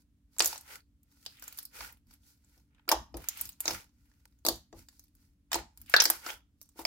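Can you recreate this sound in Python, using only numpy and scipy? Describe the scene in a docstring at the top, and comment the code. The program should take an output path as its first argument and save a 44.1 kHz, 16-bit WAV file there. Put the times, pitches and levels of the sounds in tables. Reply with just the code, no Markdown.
"""A wooden table top in a small quiet room: two hands knead thick slime close below a pair of microphone ports.
Trapped air pockets burst with a wet pop: torn noise snaps, spits and rings a rising pocket tone.
The sticky skin peels off the fingers with a fine crackle of noise bursts, part of it through hollow resonances.
Finger tips knock the table through the slime and ring its modes; a faint hum and low rumble fill the gaps."""
import sys
import numpy as np
from scipy import signal
from scipy.fft import rfft, irfft, next_fast_len
from scipy.io import wavfile
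from scipy.ndimage import uniform_filter1d

SR = 44100
rng = np.random.default_rng(int(sys.argv[2]) if len(sys.argv) > 2 else 0)


def master_out(mix):
    """Clip the mix to full scale and print it as 16-bit PCM to the path in sys.argv[1]."""
    frames = np.transpose(np.atleast_2d(mix))
    ceiling = np.clip(frames, -1, 1)
    pcm = np.round(ceiling * 32767).astype(np.int16)
    wavfile.write(sys.argv[1], SR, pcm)


def boost_factor(decibels):
    """Convert a level in decibels to a linear amplitude factor."""
    exponent = np.asarray(decibels, float) / 20
    return 10 ** exponent


N = 302526
T = np.arange(N) / SR
SPOTS = 5  # places on the lump

# swells of peeling crackle, a pull may take more than one: peak_s, crackle_db, hollow_db, rise_s, fall_s
PEEL = [(0.0, -72, -81, .05, .05), (0.34, -69, -82, 0.035, 0.15), (0.431, -35.5, -47, 0.01, 0.16),
        (0.54, -52, -52, 0.17, 0.073), (0.732, -48, -48, 0.098, 0.072), (1.15, -72.5, -78.5, 0.12, 0.36),
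        (1.29, -63, -73.5, 0.17, 0.24), (1.45, -56.5, -60.5, 0.066, 0.18), (1.59, -56.5, -67, 0.14, 0.11),
        (1.766, -49, -51.5, 0.046, .08), (1.829, -45.5, -47, 0.096, 0.11),
        (2.119, -64.5, -70, 0.057, 0.076), (2.292, -63, -73, 0.1, 0.1), (2.551, -70.5, -76.5, 0.23, 0.13),
        (2.78, -93, -76.5, .12, 0.13), (2.919, -64.5, -38.5, 0.019, 0.044),
        (3.21, -57.5, -59.5, 0.069, 0.26), (3.41, -46.5, -56.5, 0.098, 0.12),
        (3.7, -40.5, -41, 0.078, 0.13), (4.05, -77, -81, .25, 0.56), (4.481, -42.5, -69.5, 0.027, 0.1),
        (4.79, -58, -64.5, 0.057, 0.079), (4.951, -68.5, -81, .12, 0.17), (5.22, -72, -79, 0.11, 0.14),
        (5.539, -47.5, -42, 0.024, 0.088), (5.83, -69.5, -73.5, .1, .1), (5.93, -48.5, -57.5, 0.058, .08),
        (6.0, -60, -30, 0.061, 0.041), (6.05, -40, -66, 0.049, 0.18), (6.13, -50.5, -47, .05, 0.086),
        (6.293, -42, -41, 0.085, 0.08), (6.62, -76, -99, 0.05, 0.23), (6.802, -49.5, -52.5, 0.044, 0.048),
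        (6.86, -77, -72, 0.055, .05)]


def unit(x):
    """Scale to an rms of 1."""
    return x / np.sqrt(np.mean(x ** 2))


def colour(x, points):
    """Shape the spectrum by (Hz, dB) points, without phase shift; -90 dB outside them."""
    hz, db = np.transpose(points)
    length = x.shape[-1]
    size = next_fast_len(length)
    f = np.arange(size // 2 + 1) * SR / size + 1
    gain = boost_factor(np.interp(np.log(f), np.log(hz), db, left=-90, right=-90))
    return irfft(rfft(x, size) * gain, size)[..., :length]


def band(x, hz, width_hz):
    """One resonance, gain 1 at its centre."""
    return signal.lfilter(*signal.iirpeak(hz, hz / width_hz, fs=SR), x)


def pass_filter(x, order, hz, kind):
    """Butterworth low or high pass."""
    return signal.sosfilt(signal.butter(order, hz, kind, fs=SR, output="sos"), x)


def decay(t, t60_s):
    """Exponential fall by 60 dB in t60_s."""
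    return np.exp(-np.log(1000) * t / t60_s)


def pair(size):
    """Noise at two ports a hand apart: the same in the bass, unrelated in the treble."""
    mid, side = rng.standard_normal((2, size))
    side = pass_filter(side, 2, 900, "high")
    return np.array([.88 * (mid + side), mid - side])  # the left port hears a little less


def wander(hold_s):
    """Slow chance of spread 1 that changes over about hold_s."""
    size = int(hold_s * SR) + 1
    smooth = uniform_filter1d(rng.standard_normal(N), size)
    return unit(uniform_filter1d(smooth, size))


def swells(s, db, rise_s, fall_s, drop_db=21.5, roundness=1.68):
    """Level in dB of overlapping swells, drop_db down one rise or fall time from each peak."""
    coarse = T[::64]
    late = coarse - np.asarray(s)[:, None]
    far = np.maximum(-late / np.reshape(rise_s, (-1, 1)), late / np.reshape(fall_s, (-1, 1)))
    # roundness: 1 pointed, 2 round
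    power = np.sum(boost_factor(np.asarray(db)[:, None] - drop_db * far ** roundness) ** 2, axis=0)
    return np.interp(T, coarse, 10 * np.log10(power + 1e-14))


def strikes(s, db, shapes):
    """Lay one short shape of given energy at each moment, taking the spots on the lump in turn."""
    out = np.zeros((SPOTS, N + shapes.shape[1]))
    for k, (at, gain, shape) in enumerate(zip(s, boost_factor(db), shapes)):
        i = int(at * SR)
        out[k % SPOTS, i:i + len(shape)] += gain * shape / np.sqrt(np.sum(shape ** 2))
    return out[:, :N]


def background():
    """Table rumble that wavers and swells under the arms, a steady hum, and the room's still air."""
    # weight of the arms coming down on the table: peak_s, rumble_db
    lean = [(0.46, -59), (1.83, -58.5), (2.1, -60), (2.989, -49.5), (3.171, -46), (3.46, -56), (3.72, -47),
            (4.53, -49.5), (4.771, -53.5), (5.6, -50), (5.829, -56.5), (5.98, -58), (6.358, -67),
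            (6.86, -59.5)]
    # rumble spectrum: hz, db_per_hz
    rumble_colour = [(20, -31.5), (40, -10), (60, 0.5), (90, -9), (150, -17), (300, -18.5), (420, -48.5)]
    # hum partials: hz, rms_db
    hum_partials = [(190.6, -87.5), (238.3, -84.5), (286, -80.5), (429, -100)]
    # still-air spectrum: hz, db_per_hz
    air_colour = [(100, 2), (300, -12), (400, -15), (800, -24.5), (16000, -32.5)]
    rise_s, fall_s = 0.075, 0.1
    rest_db, waver_db, waver_s, air_db = -68, 0.5, 0.12, -81.5

    s, lean_db = np.transpose(lean)
    arms = boost_factor(swells(s, lean_db, rise_s, fall_s))
    rest = boost_factor(rest_db + waver_db * wander(waver_s))
    common, apart = rng.standard_normal((2, N))
    low = common + .17 * apart * np.array([[1], [-1]])
    rumble = np.hypot(arms, rest) * unit(colour(low, rumble_colour))

    hum = np.zeros(N)
    for hz, db in hum_partials:
        hum += np.sqrt(2) * boost_factor(db) * np.sin(2 * np.pi * (hz * T + rng.random()))
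    return rumble + hum + boost_factor(air_db) * unit(colour(pair(N), air_colour))


def peel(per_s=140.0, spread_db=5.0, hiss_db=4.0, smear_s=0.0025, clump_db=2.0, clump_s=0.0064):
    """Tiny threads tear all over the skin, a few much louder; hollows of the hands colour them in clumps."""
    # bright crackle spectrum: hz, db_per_hz
    crackle_colour = [(2200, -20.5), (3300, -6.5), (4600, 2), (8500, -3), (14000, -2.5), (16000, -5)]
    # resonances of cupped hands and folds: centre_hz, width_hz (each of two passes), relative_db
    hollows = [(550, 400, -6), (900, 260, -0.5), (1455, 260, -1), (1840, 1800, -3.5)]
    # wet air squeezed out between closed fists: peak_s, level_db, rise_s, fall_s
    squishes = [(1.4, -67, 0.13, .25), (3.38, -54.5, 0.18, 0.13), (5.9, -55, 0.035, 0.057)]
    # squish resonance: centre_hz, width_hz (each of two passes)
    squish_band = (2380, 2100)

    chance, size = rng.random((2, N))
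    ticks = (chance < per_s / SR) * boost_factor(-spread_db * np.log(size + 1e-9))
    bursts = signal.lfilter([1], [1, -np.exp(-1 / (smear_s * SR))], ticks)
    threads = (unit(bursts) + boost_factor(hiss_db)) * pair(N)

    crackle = colour(threads, crackle_colour)
    hollow = np.zeros((2, N))
    for hz, width_hz, db in hollows:
        clumps = boost_factor(db + clump_db * wander(clump_s))
        hollow += clumps * band(band(threads, hz, width_hz), hz, width_hz)
    squish = band(band(threads, *squish_band), *squish_band)

    s, crackle_db, hollow_db, rise_s, fall_s = np.transpose(PEEL)
    crackle_level = boost_factor(swells(s, crackle_db, rise_s, fall_s))
    hollow_level = boost_factor(swells(s, hollow_db, rise_s, fall_s))
    squish_level = boost_factor(swells(*np.transpose(squishes)) + clump_db * wander(clump_s))
    return squish_level * unit(squish) + crackle_level * unit(crackle) + hollow_level * unit(hollow)


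def tiny_pockets(count=150, low_hz=1500, high_hz=7500):
    """Small pockets burst at random moments, following the pull on the skin up to a ceiling."""
    # event energy over the crackle level: ring, snap, spit
    over_db, scatter_db = [20, 21.5, 23.5], 6
    top_db = -61.5  # a pull above this crackle level bursts them no louder
    draw, scatter = rng.random((count, 2)), rng.standard_normal((count, 3))
    s = draw[:, 0] * T[-1]
    hz = low_hz + (high_hz - low_hz) * np.sqrt(draw[:, 1])
    at, crackle_db, _, rise_s, fall_s = np.transpose(PEEL)
    pull_db = np.interp(s, T, swells(at, crackle_db, rise_s, fall_s))
    db = np.minimum(pull_db, top_db)[:, None] + scatter_db * scatter
    return np.column_stack([s, hz, db + over_db])


def pops(cycles_at_1k=8.6, glide=0.025, crack=1.6):
    """The film over a pocket tears; it snaps, spits and rings the pocket, which rises as it opens."""
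    # pockets bursting at set moments, loud and faint, relative energies:
    # start_s, pitch_hz, ring_db, snap_db, spit_db
    set_pockets = [(0.364, 930, -37, -35, -40), (0.384, 7440, -9, -24, -13), (0.394, 6000, 2, -58, -3),
                   (0.404, 5160, 8, -39, -21), (0.421, 7300, 0.5, -31, -11), (0.445, 5700, -3.5, -12, -3.5),
                   (0.458, 6740, 1, -22, 2.5), (0.473, 6000, -29, -36, -2), (0.528, 930, -17, -14.5, -33),
                   (0.558, 5800, -36, -17, -43), (0.578, 7820, -18.5, -46.5, -26.5),
                   (1.031, 7220, -50.5, -60.5, -39.5), (1.262, 4880, -10.5, -39, -24.5),
                   (1.323, 1560, -40, -45, -40), (1.37, 3520, -33, -50, -41), (1.387, 2740, -40, -60, -46),
                   (1.396, 7440, -33, -44, -30), (1.423, 1480, -23.5, -24, -20),
                   (1.439, 7060, -26, -42, -21), (1.479, 7500, -18, -26, -15),
                   (1.525, 6200, -31, -27.5, -23), (1.574, 7500, -40, -61, -20),
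                   (1.587, 7050, -20, -19, -10), (1.629, 5790, -41, -45, -20), (1.652, 4930, -23, -41, -16),
                   (1.806, 1570, -16, -18, -46), (2.069, 4930, -58.5, -53, -48.5),
                   (2.747, 3080, -45.5, -55.5, -58), (2.782, 1540, -42, -62, -70.5),
                   (2.879, 1340, -14, -20.5, -34), (2.89, 5000, -1.5, -3, 0.5), (2.915, 904, 5, 5.5, 1),
                   (2.924, 880, 3, -12, -10), (3.142, 834, -38, -23.5, -38), (3.168, 1120, -38.5, -23, -17),
                   (3.219, 1580, -33, -37, -29), (3.241, 1920, -27, -28, -30), (3.286, 7000, -5, -56, -1.5),
                   (3.372, 2550, -30, -28, -16.5), (3.403, 6500, -30, -23, -29),
                   (3.411, 5720, -21, -26, -2), (3.454, 6960, -24, -28, -17),
                   (3.491, 8340, -36, -24.5, -14.5), (3.604, 6940, -13, -37, -3),
                   (3.655, 4740, -30.5, -4, -16.5), (3.679, 6400, -2, -1.5, -15),
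                   (3.707, 3010, -15.5, -7.5, -16), (4.115, 1687, -45.5, -49, -60.5),
                   (4.388, 6440, -49.5, -64, -49), (4.45, 4480, -3.5, -14, -7.5), (4.464, 5180, -9, 0, 0.5),
                   (4.485, 6780, -3.5, 1, 2.5), (4.727, 825, -34.5, -31, -53.5),
                   (4.886, 7200, -31.5, -31.5, -30.5), (4.994, 6120, -29.5, -58, -28.5),
                   (5.039, 5250, -44.5, -57, -36), (5.151, 7000, -57, -52, -38),
                   (5.517, 1210, -11.5, -8, -16), (5.53, 5270, -18, -1.5, -5), (5.543, 7200, -4, -3, -28),
                   (5.553, 845, 1, -8.5, -9), (5.774, 6700, -33.5, -40.5, -25),
                   (5.815, 7800, -47.5, -37, -21), (5.861, 3420, -44, -40, -36),
                   (5.897, 6800, -43, -27, -14), (5.939, 1636, 16.5, 4.5, -8.5), (5.964, 3980, 11, 0, -4.5),
                   (6.001, 5150, 11, -17, -16), (6.004, 5660, 10.5, -25, -15), (6.02, 4770, 0, -3, 0),
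                   (6.039, 5300, -9, -23, -0.5), (6.054, 6040, -15, 5, 0.5), (6.1, 6510, -9, -1, 8.5),
                   (6.263, 1290, -12, -13.5, -28), (6.302, 3240, -13, -15.5, -31.5),
                   (6.614, 5770, -27, -40.5, -24), (6.627, 6280, -48.5, -60.5, -28),
                   (6.69, 7180, -40, -48, -38), (6.791, 894, -15.5, -23.5, -19.5),
                   (6.815, 900, -36, -34, -25), (6.851, 5100, -33, 2, -11)]
    # wet snap spectrum: hz, db_per_hz
    snap_colour = [(600, -2.5), (1000, -3), (2000, -6.5), (3000, -4), (5000, 2), (7500, -5), (9000, -21.5)]
    # spit spectrum: hz, db_per_hz
    spit_colour = [(6500, -15), (8500, -2), (11000, -0.5), (14500, 3), (16000, -3)]
    tear_ms_at_1k, tear_power = 2, 1.2  # smaller pockets tear much faster
    extra_ms = [0.56, 0.81, 0]  # snap and spit outlast the tear
    damp_power, most_cycles = .55, 2.8  # the cap rules below about 7.7 kHz; above, fewer cycles
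    thin_db_per_octave = 2.5  # smaller pockets snap with less body

    s, hz, ring_db, snap_db, spit_db = np.vstack([set_pockets, tiny_pockets()]).T
    t = np.arange(900) / SR
    turns, khz = hz[:, None] * t, hz[:, None] / 1000
    cycles = np.minimum(cycles_at_1k / khz ** damp_power, most_cycles)
    phase = turns * (1 + glide * turns / (cycles + turns))
    pocket = np.sin(2 * np.pi * phase) * np.exp(-turns / cycles)

    tear = rng.standard_normal((len(s), 3, len(t)))
    tear[:, :, 0] = crack  # the first rupture is one sharp click
    lasts_ms = tear_ms_at_1k / khz ** tear_power + extra_ms
    tear *= np.exp(-1000 * t / lasts_ms[:, :, None])
    tear = np.roll(tear, 20, axis=2)  # room ahead for the colouring's spread

    ring = signal.fftconvolve(tear[:, 2], pocket, axes=1)[:, :len(t)]
    fade = np.minimum(np.arange(len(t))[::-1] / 300, 1)
    snap = fade * colour(tear[:, 0], snap_colour)
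    spit = fade * colour(tear[:, 1], spit_colour)
    body = pass_filter(snap, 2, 1600, "low")
    body_gain = boost_factor(-thin_db_per_octave * np.log2(khz / 6.3))
    snap = snap - (1 - body_gain) * body
    return strikes(s, ring_db, ring) + strikes(s, snap_db, snap) + strikes(s, spit_db, spit)


def room():
    """From one spot to both ports: the direct sound, quick echoes from table and hands, then the walls."""
    # wall reverberation bands: centre_hz, t60_s
    wall_bands = [(300, 0.23), (600, 0.22), (1400, 0.3), (3700, 0.23), (10000, 0.071)]
    echo_db, echo_t60_s, walls_db = 0, 0.034, -10

    def even(x):
        """Scale to a mean energy of 1 per port."""
        return x / np.sqrt(np.sum(x ** 2) / 2)

    t = np.arange(int(.45 * SR)) / SR
    noise = pair(len(t))
    walls = sum(band(noise, hz, 1.2 * hz) * decay(t, t60_s) for hz, t60_s in wall_bands)
    walls = walls * (1 - np.exp(-t / .003))
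    echoes = pair(len(t)) * decay(t, echo_t60_s)
    out = boost_factor(echo_db) * even(echoes) + boost_factor(walls_db) * even(walls)
    out[0, 0] += .75
    out[1, rng.integers(2, 8)] += .85  # the right port is a little further away
    return out


def knocks(push_s=0.0013, dull_db=4.0, thud_db=-3.5, thud_t60_s=0.17):
    """A ragged push through slime sets the table top ringing; a soft push reaches only the low modes."""
    # finger tips reaching the table, softness dulls: start_s, energy_db, softness (0-8)
    tips = [(0.405, -10.5, 0.17), (0.458, -21, 0.11), (0.528, -29, 1.1), (1.43, -48, 1.2),
            (1.806, -32, 0.88), (2.569, -45.5, 2), (2.878, -19.5, 3.7), (2.889, -10, 0.55),
            (2.915, -16, 1.3), (2.924, -6, 0.1), (3.142, -12, 5.3), (3.184, -22.5, 5.3), (3.403, -38, 0.73),
            (3.454, -47, 3.3), (3.656, -20.5, 1.5), (3.679, -11.5, 0.42), (3.706, -14, 0.6),
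            (4.45, -11, 0.71), (4.464, -7.5, 0.35), (4.485, -3, 0.83), (4.728, -21.5, 2.1),
            (4.761, -36, 2.4), (5.543, -12, 2.7), (5.555, -10.5, 0.11), (5.939, -14.5, 1.9),
            (6.001, -41, 0.19), (6.054, -14.5, 0.72), (6.1, -16, 0.3), (6.263, -26.5, 1.8),
            (6.758, -35.5, 2.5), (6.791, -17.5, 1.5), (6.851, -15.5, 0.43)]
    # table-top modes: hz, level_db, t60_s
    table_modes = [(336, 2.5, 0.17), (429.4, -5, 0.13), (513, -1, .12), (640, -3.5, 0.11),
                   (681, -2.5, 0.13), (880, -5, 0.1), (930, -7, .09), (1224, -8.5, 0.1)]
    # slime-damped board: hz, db_per_hz
    thud_colour = [(180, -22), (280, -4.5), (450, -6), (800, -3.5), (1300, -18)]
    detune = .017  # rms share by which the lump's weight shifts each mode from blow to blow

    hz, db, t60_s = np.transpose(table_modes)[:, :, None]
    t = np.arange(9000) / SR
    s, knock_db, soft = np.transpose(tips)
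    load = 1 + detune * rng.standard_normal((len(s), len(hz), 1))
    reach = boost_factor(db - dull_db * soft[:, None, None] * np.log2(hz / hz[0]))
    modes = np.sum(reach * np.sin(2 * np.pi * hz * load * t) * decay(t, t60_s), axis=1)
    push = rng.standard_normal((len(s), 1500)) * np.exp(-t[:1500] / push_s)
    ringing = signal.fftconvolve(push, modes, axes=1)

    # between the clear modes lie many damped ones that blur into a thud
    thud = colour(rng.standard_normal((len(s), len(t))), thud_colour)
    thud = thud * decay(t, thud_t60_s) * (1 - np.exp(-t / push_s))
    return strikes(s, knock_db, ringing) + strikes(s, knock_db + thud_db, thud)


def scene():
    """Pops reach the ports through the room; both ports hear the table top nearly alike."""
    still = background()
    skin = peel()
    small = pass_filter(pops(), 2, 350, "high")  # the pops carry no bass below about 350 Hz
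    heard = sum(signal.fftconvolve(spot[None], room(), axes=1)[:, :N] for spot in small)
    top = pass_filter(knocks(), 3, 230, "high")  # the knocks carry little below about 230 Hz
    table = top.sum(0) + .3 * (top[0] - top[1]) * np.array([[1], [-1]])
    return boost_factor(-3.5) * heard + table + skin + still


def roll_off(x):
    """The treble ends steeply here."""
    return signal.sosfilt(signal.butter(12, 16990, fs=SR, output="sos"), x)


def record(dry):
    """The loudest peaks are rounded and the top is cut at 15.9 kHz."""
    rounded = .85 * np.tanh(dry / .85)
    top_cut = signal.ellip(8, .2, 40, 15900, fs=SR, output="sos")
    mix = signal.sosfilt(top_cut, rounded)
    return roll_off(mix)


dry = scene()
out = record(dry)
master_out(out)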